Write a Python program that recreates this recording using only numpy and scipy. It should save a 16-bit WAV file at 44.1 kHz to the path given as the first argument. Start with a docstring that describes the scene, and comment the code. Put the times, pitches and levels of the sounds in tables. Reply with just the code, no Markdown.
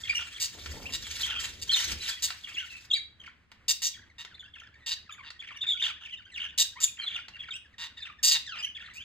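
"""Peeps, a hoarse churr and rustling gusts open the scene: a flock of budgerigars in a small room. Gliding sine
whistles with overtones alternate with harsh rasps, puffs of buzz rung through a throat. The gusts, early on,
are grainy noise in flaring bands; scuffs, taps and bumps are short coloured noise. Fainter strokes chatter
behind, and a low mutter joins later, over ventilation rumble and hum. The two channels differ in phase,
unevenly across frequency."""
import sys
import numpy as np
from scipy import signal
from scipy.fft import rfft, irfft
from scipy.io import wavfile
from scipy.ndimage import map_coordinates

SR = 44100
rng = np.random.default_rng(int(sys.argv[2]) if len(sys.argv) > 2 else 0)


def bounce(signal):
    """Save signal as a 16-bit WAV file at the path given by the first command-line argument."""
    frames = np.transpose(np.atleast_2d(signal))
    limited = np.clip(frames, -1, 1)
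    pcm = np.round(limited * 32767).astype(np.int16)
    wavfile.write(sys.argv[1], SR, pcm)


N = 398663
TIME = np.arange(N) / SR
FREQS = np.arange(N // 2 + 1) * SR / N
SIDES = np.array([[1], [-1]])  # sign of a side signal at the left and right port


def amp(db):
    """Decibels to gain."""
    return 10 ** (np.asarray(db) / 20)


def unit(x):
    """Scale to rms 1."""
    return x / np.sqrt(np.mean(x ** 2) + 1e-18)


def add(track, s, x):
    """Mix a sound into a track at time s."""
    i = max(int(s * SR), 0)
    track[i:i + len(x)] += x[:max(N - i, 0)]


def colour(x, points, tilt=lambda hz: 0):
    """Filter by (Hz, dB) points plus an optional dB function of frequency; rms 1."""
    hz = np.maximum(np.fft.rfftfreq(len(x), 1 / SR), 1)
    at_hz, db = np.transpose(points)
    gain = amp(np.interp(np.log(hz), np.log(at_hz), db) + tilt(hz))
    return unit(irfft(rfft(x) * gain, len(x)))


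def wander(size, rate_hz):
    """Smooth random motion with about rate_hz turns a second and spread near 1."""
    steps = np.arange(size) / SR * rate_hz
    points = rng.standard_normal(int(steps[-1]) + 3)
    return map_coordinates(points, [steps + 1], order=3, mode="nearest")


def swell(t, length, edge):
    """Envelope that opens around 0 and closes around length, each over edge seconds."""
    opening = np.clip(np.minimum(t, length - t) / edge + .5, 0, 1)
    return np.sin(np.pi / 2 * opening) ** 2


# Spectrum of the room rumble. Each row: frequency in Hz, relative level in dB.
RUMBLE_COLOUR = [(20, -13), (45, -6.5), (100, 0), (140, -10), (220, -9.5), (400, -19), (700, -24),
                 (2000, -15), (15000, -53.5)]


def room_tone(floor_db=-64, rumble_swell_db=2, hum_hz=72, hum_db=-70, side_db=-9):
    """Low ventilation rumble that swells a little, with a hum wavering in pitch and level."""
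    mid, side = (colour(rng.standard_normal(N), RUMBLE_COLOUR) * amp(rumble_swell_db * wander(N, 27))
                 for _ in range(2))
    rumble = mid + amp(side_db) * side * SIDES
    hum_phase = 2 * np.pi * np.cumsum(hum_hz * (1 + 0.01 * wander(N, 11.0))) / SR
    hum = np.sqrt(2) * np.sin(hum_phase) * amp(2 * wander(N, 7.2))
    return amp(floor_db) * rumble + amp(hum_db) * hum


ROOM_T60_S, ROOM_TREBLE_T60_S = 0.33, 0.21


def room(x, early_db=-3, side_db=-3):
    """A few wall reflections, then a short diffuse tail whose treble dies first; partly alike at both ports."""
    t = np.arange(SR // 2) / SR
    split = signal.butter(2, 5000, fs=SR, output="sos")
    wet = []
    for _ in range(2):
        noise = rng.standard_normal(len(t))
        low = signal.sosfiltfilt(split, noise)
        tail = low * amp(-60 * t / ROOM_T60_S) + (noise - low) * amp(-60 * t / ROOM_TREBLE_T60_S)
        tail = tail * (t > .004)
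        sparse = rng.standard_normal(len(t)) * (rng.random(len(t)) < .02)
        early = sparse * (t > .002) * np.exp(-t / 0.0038)
        response = unit(unit(tail) + amp(early_db) * unit(early)) / np.sqrt(len(t))
        wet.append(signal.fftconvolve(x, response)[:N])
    return wet[0] + amp(side_db) * wet[1] * SIDES


STIR_END_S, STIR_DB = 2.86, -55.5  # all rustling and buffeting ends here; a soft rustle lies under the gusts
# Rustling gusts. Each row: peak time in s, rise in s, fall in s, level in dB before the trim.
RUSTLES = [(0.2, 0.29, 0.99, -55), (0.625, 0.027, 0.19, -49.5), (1.04, 0.07, 0.12, -52.5),
           (1.215, 0.15, 0.085, -38), (1.41, 0.021, 0.096, -35.5), (1.79, 0.11, 0.14, -33),
           (1.92, 0.058, 0.023, -37), (2.025, 0.034, 0.027, -40.5), (2.087, 0.042, 0.048, -32),
           (2.3, 0.12, 0.037, -46.5), (2.54, 0.052, 0.082, -89)]
RUSTLE_TRIM_DB = -1
RUSTLE_DROP_DB = 17.5  # one rise before the peak and one fall after it
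PULSE_HZ, PULSE_DB = 21.3, 3  # mean pulsing rate, level swing each way
# Spectrum of the rustle. Each row: frequency in Hz, relative level in dB.
RUSTLE_COLOUR = [(200, -25.5), (800, -13.5), (1700, 4.5), (3500, 7.5), (6500, 4.5), (9000, -6),
                 (16000, -15.5)]
# Low buffeting. Each row: time in s, level in dB.
BUFFETING = [(0.0, -59.5), (0.51, -60.5), (0.7, -43.5), (1.15, -54), (1.71, -51.5), (1.76, -67),
             (1.92, -39.5), (2.19, -73), (2.25, -55), (2.41, -83.5), (2.51, -64), (2.88, -80)]
# Spectrum of the buffeting. Each row: frequency in Hz, relative level in dB.
BUFFETING_COLOUR = [(20, -17), (75, 8), (130, -8.5), (430, -14), (700, -25), (1500, -43.5)]


def rustle(flutter_db=1, grain_db=2.0, band_db=3.5, side_db=-11):
    """Rustling gusts, as of a hand rubbing the phone: grainy noise in flaring bands, and low buffeting."""
    gusts = amp(STIR_DB)
    for s, rise, fall, db in RUSTLES:
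        distance = np.maximum((s - TIME) / rise, (TIME - s) / fall)
        gusts = gusts + amp(db + RUSTLE_TRIM_DB - RUSTLE_DROP_DB * distance ** 2)
    flutter = amp(flutter_db * wander(N, 60)) * swell(TIME, STIR_END_S, 0.02)

    grains = rfft(rng.standard_normal(N) * amp(grain_db * wander(N, 700)))
    band = (FREQS // 1100).astype(int) % 6  # 1100 Hz strips dealt out to six groups
    flares = sum(irfft(grains * (band == k), N) * amp(band_db * wander(N, 90)) for k in range(6))
    rubbing = colour(flares, RUSTLE_COLOUR)
    pulse_phase = 2 * np.pi * np.cumsum(PULSE_HZ * (1 + 0.185 * wander(N, 8.03))) / SR
    pulses = amp(PULSE_DB * np.sin(pulse_phase))

    mid, side = (colour(rng.standard_normal(N), BUFFETING_COLOUR) for _ in range(2))
    buffeting = mid + amp(side_db) * side * SIDES
    buffeting_level = amp(np.interp(TIME, *np.transpose(BUFFETING)))
    return flutter * pulses * rubbing * gusts, flutter * buffeting * buffeting_level


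# Dull scuffs against furniture. Each row: start in s, length in s, level in dB.
SCUFFS = [(0.544, 0.054, -54.5), (0.737, 0.178, -52.5)]
# Spectrum of a scuff. Each row: frequency in Hz, relative level in dB.
SCUFF_COLOUR = [(100, -6), (280, 2), (450, -0.5), (800, -2), (2500, -23)]


def scuffs(catch_db=5, edge=0.007):
    """Something drags over wood, catching and slipping: noise of uneven level."""
    out = np.zeros(N)
    for s, length, db in SCUFFS:
        t = np.arange(-edge / 2, length + edge, 1 / SR)
        slips = rng.standard_normal(len(t)) * amp(catch_db * wander(len(t), 194.0))
        add(out, s - edge / 2, colour(slips, SCUFF_COLOUR) * swell(t, length, edge) * amp(db))
    return out


def strikes(rows, points, t60, trim_db):
    """Blows on damped wood: coloured noise bursts that decay exponentially, 60 dB in t60 seconds."""
    out, t = np.zeros(N), np.arange(SR // 5) / SR
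    for s, db in rows:
        burst = colour(rng.standard_normal(len(t)), points)
        add(out, s, burst * amp(db + trim_db - 60 * t / t60))
    return out


# Soft bumps on furniture. Each row: time in s, level in dB before trim.
BUMPS = [(2.547, -46)]
# Spectrum of a bump. Each row: frequency in Hz, relative level in dB.
BUMP_COLOUR = [(30, -23), (90, 5), (450, -2), (2000, -53)]


def bumps():
    """Soft, low blows on the furniture."""
    return strikes(BUMPS, BUMP_COLOUR, t60=0.064, trim_db=-10)


# Feet and beaks striking perches, and one wing clap at 2.304 s. Each row: time in s, level in dB before trim.
TAPS = [(.66, -31), (2.304, -27.5), (3.517, -43.5), (4.249, -36), (5.304, -35), (7.283, -36.5)]
# Spectrum of a tap. Each row: frequency in Hz, relative level in dB.
TAP_COLOUR = [(150, -15.5), (700, 2.5), (1300, 12.5), (4500, 12.5), (15000, -27.5)]


def taps():
    """Bright, quickly damped blows on wooden perches, and a clap of wings."""
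    return strikes(TAPS, TAP_COLOUR, t60=0.037, trim_db=-2.0)


THROAT_HZ, OVERTONE_DB = 3200, -22  # overtone level of a note at the throat resonance
OVERTONE_DB_PER_OCTAVE, OVERTONE_MAX_DB = 16, 2


def overtone(hz):
    """Octave overtone in dB: the lower a note lies under the throat resonance, the stronger."""
    return min(OVERTONE_DB + OVERTONE_DB_PER_OCTAVE * np.log2(THROAT_HZ / hz), OVERTONE_MAX_DB)


STROKE_S = 0.013  # length of a warble stroke
NOTE_EDGE_S = .008
HOARSE_PER_OCTAVE = .5
# Spectrum of rasps and of the scratch in whistles. Each row: frequency in Hz, relative level in dB.
RASP_COLOUR = [(200, -50.5), (600, -43.5), (1100, -21), (1800, -15.5), (2500, -4.5), (3500, 1.5), (4900, 3),
               (5600, 0.5), (7000, 0.5), (8300, -5), (11000, -17.5), (15500, -11)]


def whistle(length, start_hz, mid_hz, end_hz, overtone_db, jitter=0.023, flutter_db=4.0,
            third_db=-14, fourth_db=-20, hoarse=0.013, scratch_db=-30):
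    """The syrinx membrane sweeps through an arc of pitch, trembling in pitch and strength."""
    t = np.arange(-NOTE_EDGE_S / 2, length + NOTE_EDGE_S / 2, 1 / SR)
    progress = np.clip(t / length, 0, 1)
    hz = np.polyval(np.polyfit([0, .5, 1], [start_hz, mid_hz, end_hz], 2), progress)
    hz = hz * (1 + jitter * wander(len(t), 440))
    phase = 2 * np.pi * np.cumsum(hz) / SR
    tone = np.sin(phase)
    # third and fourth partials are set relative to the second
    for k, db in enumerate([0, third_db, fourth_db], 2):
        tone += amp(overtone_db + db) * np.sin(k * phase) * (k * hz < SR / 2)
    # fast glides break up: irregular beating throws sidebands round the tone
    glide = abs(np.log2(end_hz / start_hz)) * min(STROKE_S / length, 1)
    tone = tone * (1 + (hoarse + HOARSE_PER_OCTAVE * glide) * wander(len(t), 1600))
    scratch = amp(scratch_db) * colour(rng.standard_normal(len(t)), RASP_COLOUR)
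    flutter = unit(amp(flutter_db * wander(len(t), 244.3)))
    return (unit(tone) + scratch) * flutter * swell(t, length, NOTE_EDGE_S)


def far_chatter(notes, count=330, far_db=-48, spread_db=2, answer_s=0.032):
    """Birds further back answer each syllable with quick, mostly falling strokes."""
    out = np.zeros(N)
    for i, (long, high, fall, arch) in enumerate(rng.random((count, 4))):
        s, *_, db, _ = notes[i % len(notes)]
        hz = 2000 + 1600 * high
        end_hz = hz * (.55 + .55 * fall)
        mid_hz = end_hz + (hz - end_hz) * arch
        note = whistle(.01 + .016 * long, hz, mid_hz, end_hz, overtone(hz))
        # syllables under -40 dB get quieter answers
        level_db = far_db + min(db + 40.0, 0) + spread_db * rng.standard_normal()
        add(out, s + answer_s * rng.uniform(0, 1.8), note * amp(level_db))
    return out


MUTTER_FROM_S, MUTTER_HZ = 4, 1730  # start, centre of the pitch range
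MUTTER_MIN_DB, MUTTER_RANGE_DB = -60.5, 6


def mutter(count=55, spread_octaves=0.195, glide_octaves=0.33, shortest_s=0.023, longest_s=0.024):
    """Soft low notes, mostly sinking, that follow each other closely to the end."""
    out = np.zeros(N)
    for i, (late, long, high, fall, loud) in enumerate(rng.random((count, 5))):
        hz = MUTTER_HZ * 2 ** (spread_octaves * (2 * high - 1))
        step = 2 ** (-glide_octaves * (fall - .2))
        length = shortest_s + (longest_s - shortest_s) * long
        note = whistle(length, hz / step, hz, hz * step, overtone(hz), third_db=-8, fourth_db=-21)
        s = MUTTER_FROM_S + (TIME[-1] - MUTTER_FROM_S) * (i + late) / count
        add(out, s, note * amp(MUTTER_MIN_DB + MUTTER_RANGE_DB * loud))
    return out


# Hoarse notes. Each row: start in s, length in s, pitch in Hz, level in dB.
CHURRS = [(0.191, 0.039, 2815, -36.5), (1.275, 0.096, 2897, -36.5), (2.472, 0.065, 2585, -46.5),
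          (5.817, 0.074, 3200, -36), (6.007, 0.062, 2956, -49), (6.393, .075, 3015, -42.5),
          (7.088, 0.097, 3036, -43.5), (8.553, 0.069, 2750, -42)]
CHURR_HOARSE, CHURR_SHAKE = .5, .09  # beating depth, pitch jitter as a share


def churrs(half_db=-10, sag=0.0502):
    """Hoarse whistles that shake quickly in pitch, with a growl an octave below."""
    calls = []
    for s, length, hz, db in CHURRS:
        high, low = (whistle(length, f * (1 + sag), f, f * (1 - sag), overtone(f),
                             jitter=CHURR_SHAKE, hoarse=CHURR_HOARSE) for f in (hz, hz / 2))
        calls.append((s, (high + amp(half_db) * low) * amp(db)))
    return calls


# Nasal notes. Each row: start in s, length in s, start pitch in Hz, end pitch in Hz, level in dB,
# then second, third and fourth partial in dB relative to the first.
WHINES = [(6.318, .026, 2100, 1750, -52, -7, -17, -14), (7.531, 0.041, 2444, 3017, -40.5, -15, -13.5, -30),
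          (8.466, .09, 1962, 1193, -41, 5, -4.5, -12), (8.557, 0.046, 1158, 837, -51, 19, 12, 12)]


def whines():
    """Nasal glides with a full stack of overtones."""
    calls = []
    for s, length, start_hz, end_hz, db, second, third, fourth in WHINES:
        mid_hz = np.sqrt(start_hz * end_hz)
        note = whistle(length, start_hz, mid_hz, end_hz, second,
                       third_db=third - second, fourth_db=fourth - second)
        calls.append((s, note * amp(db)))
    return calls


RASP_BREATH_DB, RASP_JITTER = -3, .035  # breath relative to voice, pitch jitter as a share


def rasp(length, throat_db, shrill_db, ring_hz, voice_hz=940, pulse_hz=165, scatter=0.12, puff_s=0.0026,
         edge=.007, arch_db=7, ceiling=1.7, ring_db=6, ring_width_hz=350, uneven_db=2):
    """A shaky buzzing voice and some air, chopped into uneven puffs and rung through the throat."""
    t = np.arange(-edge / 2, length + 2 * edge, 1 / SR)
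    cycle = np.cumsum(pulse_hz * (1 + scatter * wander(len(t), 170)) * (t >= 0)) / SR
    opening = cycle.astype(int)
    opened_s = np.maximum(t[np.searchsorted(opening, opening)], 0)
    age = np.maximum(t - opened_s, 0)
    puff_level = amp(uneven_db * rng.standard_normal(64))[opening % 64]
    puffs = (1 - np.exp(-age / .0007)) * np.exp(-age / puff_s) * puff_level
    # air pressure builds to the middle of the call and falls away
    pressure = swell(t, length, edge) * amp(arch_db * np.sin(np.pi * t / length))
    phase = 2 * np.pi * np.cumsum(voice_hz * (1 + RASP_JITTER * wander(len(t), 700))) / SR
    voice = unit(sum(np.sin(k * phase + 2 * np.pi * rng.random()) for k in range(1, 17)))
    breath = amp(RASP_BREATH_DB) * rng.standard_normal(len(t))
    source = np.tanh(unit(puffs * (voice + breath)) / ceiling) * pressure

    def beak(hz):
        """The beak opening trades the low throat resonance against the top; one resonance stands out."""
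        throat = (throat_db + 9.5) / (1 + (hz / 2600) ** 6)
        shrill = (shrill_db + 10.0) / (1 + (5500 / hz) ** 8)
        ring = ring_db / (1 + ((hz - ring_hz) / ring_width_hz) ** 2)
        return throat + shrill + ring

    return colour(source, RASP_COLOUR, beak)


# Harsh calls. Each row: start in s, length in s, level in dB, low throat resonance in dB before offset,
# shrillness in dB before offset, sharpest resonance in Hz.
RASPS = [(0.398, 0.065, -31.5, -1.5, -3, 4370), (0.921, 0.048, -34.5, 0.5, -11, 4000),
         (1.614, 0.024, -39, -4, -6, 4540), (2.221, 0.044, -28.5, -4.5, -2.5, 4380),
         (3.68, 0.044, -25, -6, -5, 4970), (3.817, 0.022, -34.5, 1.5, -6, 4190),
         (3.834, 0.054, -29.5, -10.5, -8, 6100), (4.181, 0.051, -45, 9.5, -17, 3670),
         (4.86, 0.046, -36, -1, -14, 3330), (4.904, 0.038, -32.5, -3.5, -19.5, 4410),
         (5.245, 0.049, -49, 9.5, -33, 3300), (5.818, 0.093, -43.5, -2, -20, 3450),
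         (6.576, 0.054, -23, -10, -7, 3750), (6.801, 0.036, -36, -1, -5, 7000),
         (6.824, 0.029, -30, -7, -3.5, 7100), (7.78, 0.093, -41, 10, -19, 3630),
         (7.966, 0.036, -53.5, 5, -26, 3650), (8.228, 0.041, -23, -6, -2, 4850),
         (8.262, 0.043, -23, -8, -6.5, 4850), (8.304, 0.043, -24, -9, -13, 4360),
         (8.341, 0.034, -29.5, 4, -18, 3800), (8.935, 0.046, -54, 9, -3, 4220)]


def rasps():
    """All harsh calls, each with its own beak opening."""
    return [(s, rasp(length, throat_db, shrill_db, ring_hz) * amp(db))
            for s, length, db, throat_db, shrill_db, ring_hz in RASPS]


# Held whistles. Each row: start in s, length in s, pitch in Hz, level in dB, octave overtone in relative dB.
PEEPS = [(0.035, 0.029, 3390, -38.5, -32), (0.093, 0.022, 2422, -26, -14), (0.149, 0.037, 2870, -30, -9.5),
         (0.344, 0.028, 3380, -41, -21), (1.032, 0.031, 3390, -44.5, -12), (1.232, .02, 3300, -29.5, -15),
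         (1.252, 0.018, 3440, -33.5, -23), (1.299, 0.017, 3190, -34, -36), (1.361, 0.041, 3200, -35.5, -39),
         (1.691, 0.03, 3257, -27.5, -45), (1.763, 0.031, 3070, -30, -6), (2.003, 0.062, 3990, -40.5, -20),
         (2.109, 0.037, 3400, -38, -23), (2.438, 0.014, 3424, -39.5, -41), (2.543, 0.013, 3430, -41, -13),
         (2.703, 0.08, 2663, -46.5, -32.5), (2.946, 0.041, 2314, -37.5, 3), (3.2, 0.019, 3200, -49, -19),
         (4.393, 0.027, 3500, -45.5, -21), (4.539, 0.0073, 3290, -43.5, -41), (5.114, 0.03, 3503, -47, -4),
         (5.395, 0.017, 3440, -38, -27), (5.565, 0.014, 2900, -42.5, -12), (5.61, 0.036, 3610, -33, -31),
         (5.669, 0.055, 3680, -26.5, -25.5), (5.727, 0.016, 3486, -28, -28), (5.825, 0.02, 3560, -24, -22),
         (6.126, 0.019, 3023, -33, -29), (6.253, 0.0096, 3140, -52.5, -18), (6.4, 0.033, 2997, -35, -37),
         (6.83, 0.016, 3590, -21, 9), (6.989, 0.027, 3230, -38, -32), (7.062, 0.024, 3490, -31.5, -38),
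         (7.142, 0.016, 3575, -31.5, -32), (7.335, 0.033, 2840, -48, -28), (7.394, 0.029, 3420, -40, -38.5),
         (7.97, 0.024, 3725, -47, -23), (8.022, 0.017, 3616, -39.5, -25), (8.584, 0.031, 2494, -42, -1),
         (8.627, 0.028, 3078, -30.5, -14.5), (8.75, 0.022, 3420, -40, -33)]
PEEP_RISE, PEEP_DROOP = 0.027, 0.064  # shares of its pitch by which a peep starts and ends low
# Gliding notes. Each row: start in s, length in s, start pitch in Hz, end pitch in Hz, level in dB.
SLURS = [(0.855, 0.019, 2340, 3030, -38.5), (1.198, 0.013, 2210, 1400, -43),
         (1.313, 0.022, 1920, 1380, -42.5), (1.368, 0.033, 1525, 1290, -49.5),
         (1.715, 0.0092, 4320, 3860, -31.5), (1.728, .026, 4345, 3530, -21.5),
         (2.569, 0.036, 2570, 3240, -33), (2.606, 0.039, 1635, 1400, -48), (2.904, 0.012, 3690, 3200, -33),
         (2.912, 0.0099, 3173, 3500, -24.5), (2.929, 0.017, 3580, 4000, -20.5),
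         (3.215, 0.017, 1530, 3000, -61), (3.236, 0.016, 2950, 1514, -53),
         (3.262, 0.021, 3200, 1220, -48.5), (3.315, 0.012, 2190, 1087, -64), (3.93, 0.028, 3660, 3150, -47),
         (3.998, 0.019, 1690, 1490, -77), (4.343, 0.015, 3400, 4160, -50),
         (4.447, 0.021, 1720, 1600, -60.5), (4.56, 0.012, 1610, 1910, -56), (4.598, 0.025, 3576, 1295, -50),
         (4.635, 0.033, 1390, 1630, -63), (4.729, 0.052, 1640, 1920, -63.5),
         (4.8, 0.061, 1994, 1840, -60.5), (5.094, 0.012, 1344, 1150, -43), (5.186, 0.032, 1210, 1044, -49),
         (5.409, 0.016, 3080, 1314, -54), (5.474, 0.019, 3430, 1970, -44), (5.505, 0.017, 1410, 997, -47.5),
         (5.629, 0.014, 2925, 1500, -44), (5.745, 0.016, 1460, 1450, -48),
         (5.797, 0.017, 2665, 3360, -31.5), (5.814, 0.01, 3010, 1670, -34.5),
         (5.842, 0.011, 3460, 1680, -44), (5.847, 0.0243, 2740, 3387, -30), (5.871, 0.047, 1924, 1080, -50),
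         (6.051, 0.019, 3370, 2330, -42), (6.069, 0.0079, 2480, 1680, -48),
         (6.087, 0.02, 2390, 2780, -50.5), (6.22, 0.019, 2420, 1820, -60), (6.342, 0.028, 3860, 2570, -40),
         (6.373, 0.015, 3086, 2105, -37), (6.441, 0.013, 3296, 2760, -34.5),
         (6.448, 0.026, 1756, 1620, -48.5), (6.759, 0.043, 945, 1342, -47.5),
         (7.015, 0.041, 4325, 3940, -41), (7.04, 0.0093, 1495, 1060, -47),
         (7.158, 0.011, 3645, 2440, -33.5), (7.189, 0.029, 3120, 1810, -54),
         (7.365, 0.011, 2456, 1550, -48), (7.428, 0.01, 3200, 1720, -42), (7.478, 0.017, 1975, 1227, -46),
         (7.508, 0.018, 3660, 3140, -36), (7.967, 0.048, 2000, 1730, -54), (8.005, .012, 5020, 3900, -47),
         (8.037, 0.0057, 3360, 2610, -49), (8.059, 0.013, 2560, 3080, -44.5),
         (8.079, 0.031, 1464, 1164, -48), (8.793, 0.016, 2670, 1540, -48),
         (8.812, 0.016, 3850, 3020, -49.5), (8.824, 0.031, 1390, 2030, -52),
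         (8.862, 0.0075, 4270, 3350, -44), (8.954, 0.076, 2320, 3500, -44.5)]
# Runs of falling strokes. Each row: start in s, length in s, top pitch in Hz, level in dB at the start.
WARBLES = [(0.074, .055, 3534, -35), (2.552, .1, 3310, -45), (5.439, .09, 3310, -47),
           (6.97, .085, 2785, -45), (7.086, .085, 3576, -44.5), (8.823, .085, 2954, -49)]
STROKE_EVERY_S = 0.024
STROKE_MIDDLE, STROKE_END = .74, 0.528  # shares of the stroke's top pitch
WARBLE_SAG_HZ_PER_S, WARBLE_FADE_DB_PER_S = 4310, 56.5  # a run sinks and fades as the air runs out


def syllables(uneven_s=0.0028, pitch_scatter=0.07):
    """Peeps, slurs and warble strokes as (s, length s, start Hz, middle Hz, end Hz, dB, overtone dB)."""
    notes = []
    for s, length, hz, db, overtone_db in PEEPS:
        notes.append((s, length, hz * (1 - PEEP_RISE), hz, hz * (1 - PEEP_DROOP), db, overtone_db))
    for s, length, start_hz, end_hz, db in SLURS:
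        hz = np.sqrt(start_hz * end_hz)
        notes.append((s, length, start_hz, hz, end_hz, db, overtone(hz)))
    for s, length, top_hz, db in WARBLES:
        for t in np.arange(0, length, STROKE_EVERY_S):
            late, sharp = rng.standard_normal(2)
            hz = (top_hz - WARBLE_SAG_HZ_PER_S * t) * (1 + pitch_scatter * sharp)
            notes.append((s + t + uneven_s * late, STROKE_S, hz, hz * STROKE_MIDDLE, hz * STROKE_END,
                          db - WARBLE_FADE_DB_PER_S * t, overtone(hz)))
    return notes


def flock(notes, note_wet_db=-6.5, rasp_wet_db=-8):
    """Direct sound and room feed of all near calls."""
    direct, feed = np.zeros(N), np.zeros(N)
    whistles = [(s, whistle(length, start_hz, mid_hz, end_hz, overtone_db) * amp(db))
                for s, length, start_hz, mid_hz, end_hz, db, overtone_db in notes]
    for s, note in whistles + churrs() + whines():
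        add(direct, s - NOTE_EDGE_S / 2, note)
        add(feed, s - NOTE_EDGE_S / 2, note * amp(note_wet_db))
    for s, call in rasps():
        add(direct, s - .002, call)
        add(feed, s - .002, call * amp(rasp_wet_db))
    return direct, feed


def scene():
    """Calls, rustling, scuffs, taps and bumps in the room."""
    notes = syllables()
    calls, feed = flock(notes)
    rubbing, buffeting = rustle()
    small = rubbing + scuffs() + taps() + bumps()
    far = far_chatter(notes) + mutter()
    reverb = room(feed + amp(-5) * small + amp(-9.0) * far)
    return calls + small + buffeting + far + reverb + room_tone()


# Phase lead of the left channel over the right. Each row: frequency in Hz, lead in radians.
PORT_LEAD = [(0, 0), (1300, -.4), (2450, 1.8), (3950, .5), (4900, 1.3), (5400, 3.1), (7100, 6.2),
             (8500, 6.4), (9300, 9.3), (10700, 9.5), (11400, 12.4), (13100, 12.6), (14300, 15.5)]
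TOP_HZ = 15700


def record(dry):
    """Each port gets half the phase difference, with opposite sign; a steep low-pass cuts the top."""
    lead = np.exp(.5j * np.interp(FREQS, *np.transpose(PORT_LEAD)))
    pair = irfft(rfft(dry) * np.array([lead, lead.conj()]), N)
    low_pass = signal.ellip(10, .2, 70, TOP_HZ, fs=SR, output="sos")
    return signal.sosfilt(low_pass, pair)


dry = scene()
out = record(dry)
bounce(out)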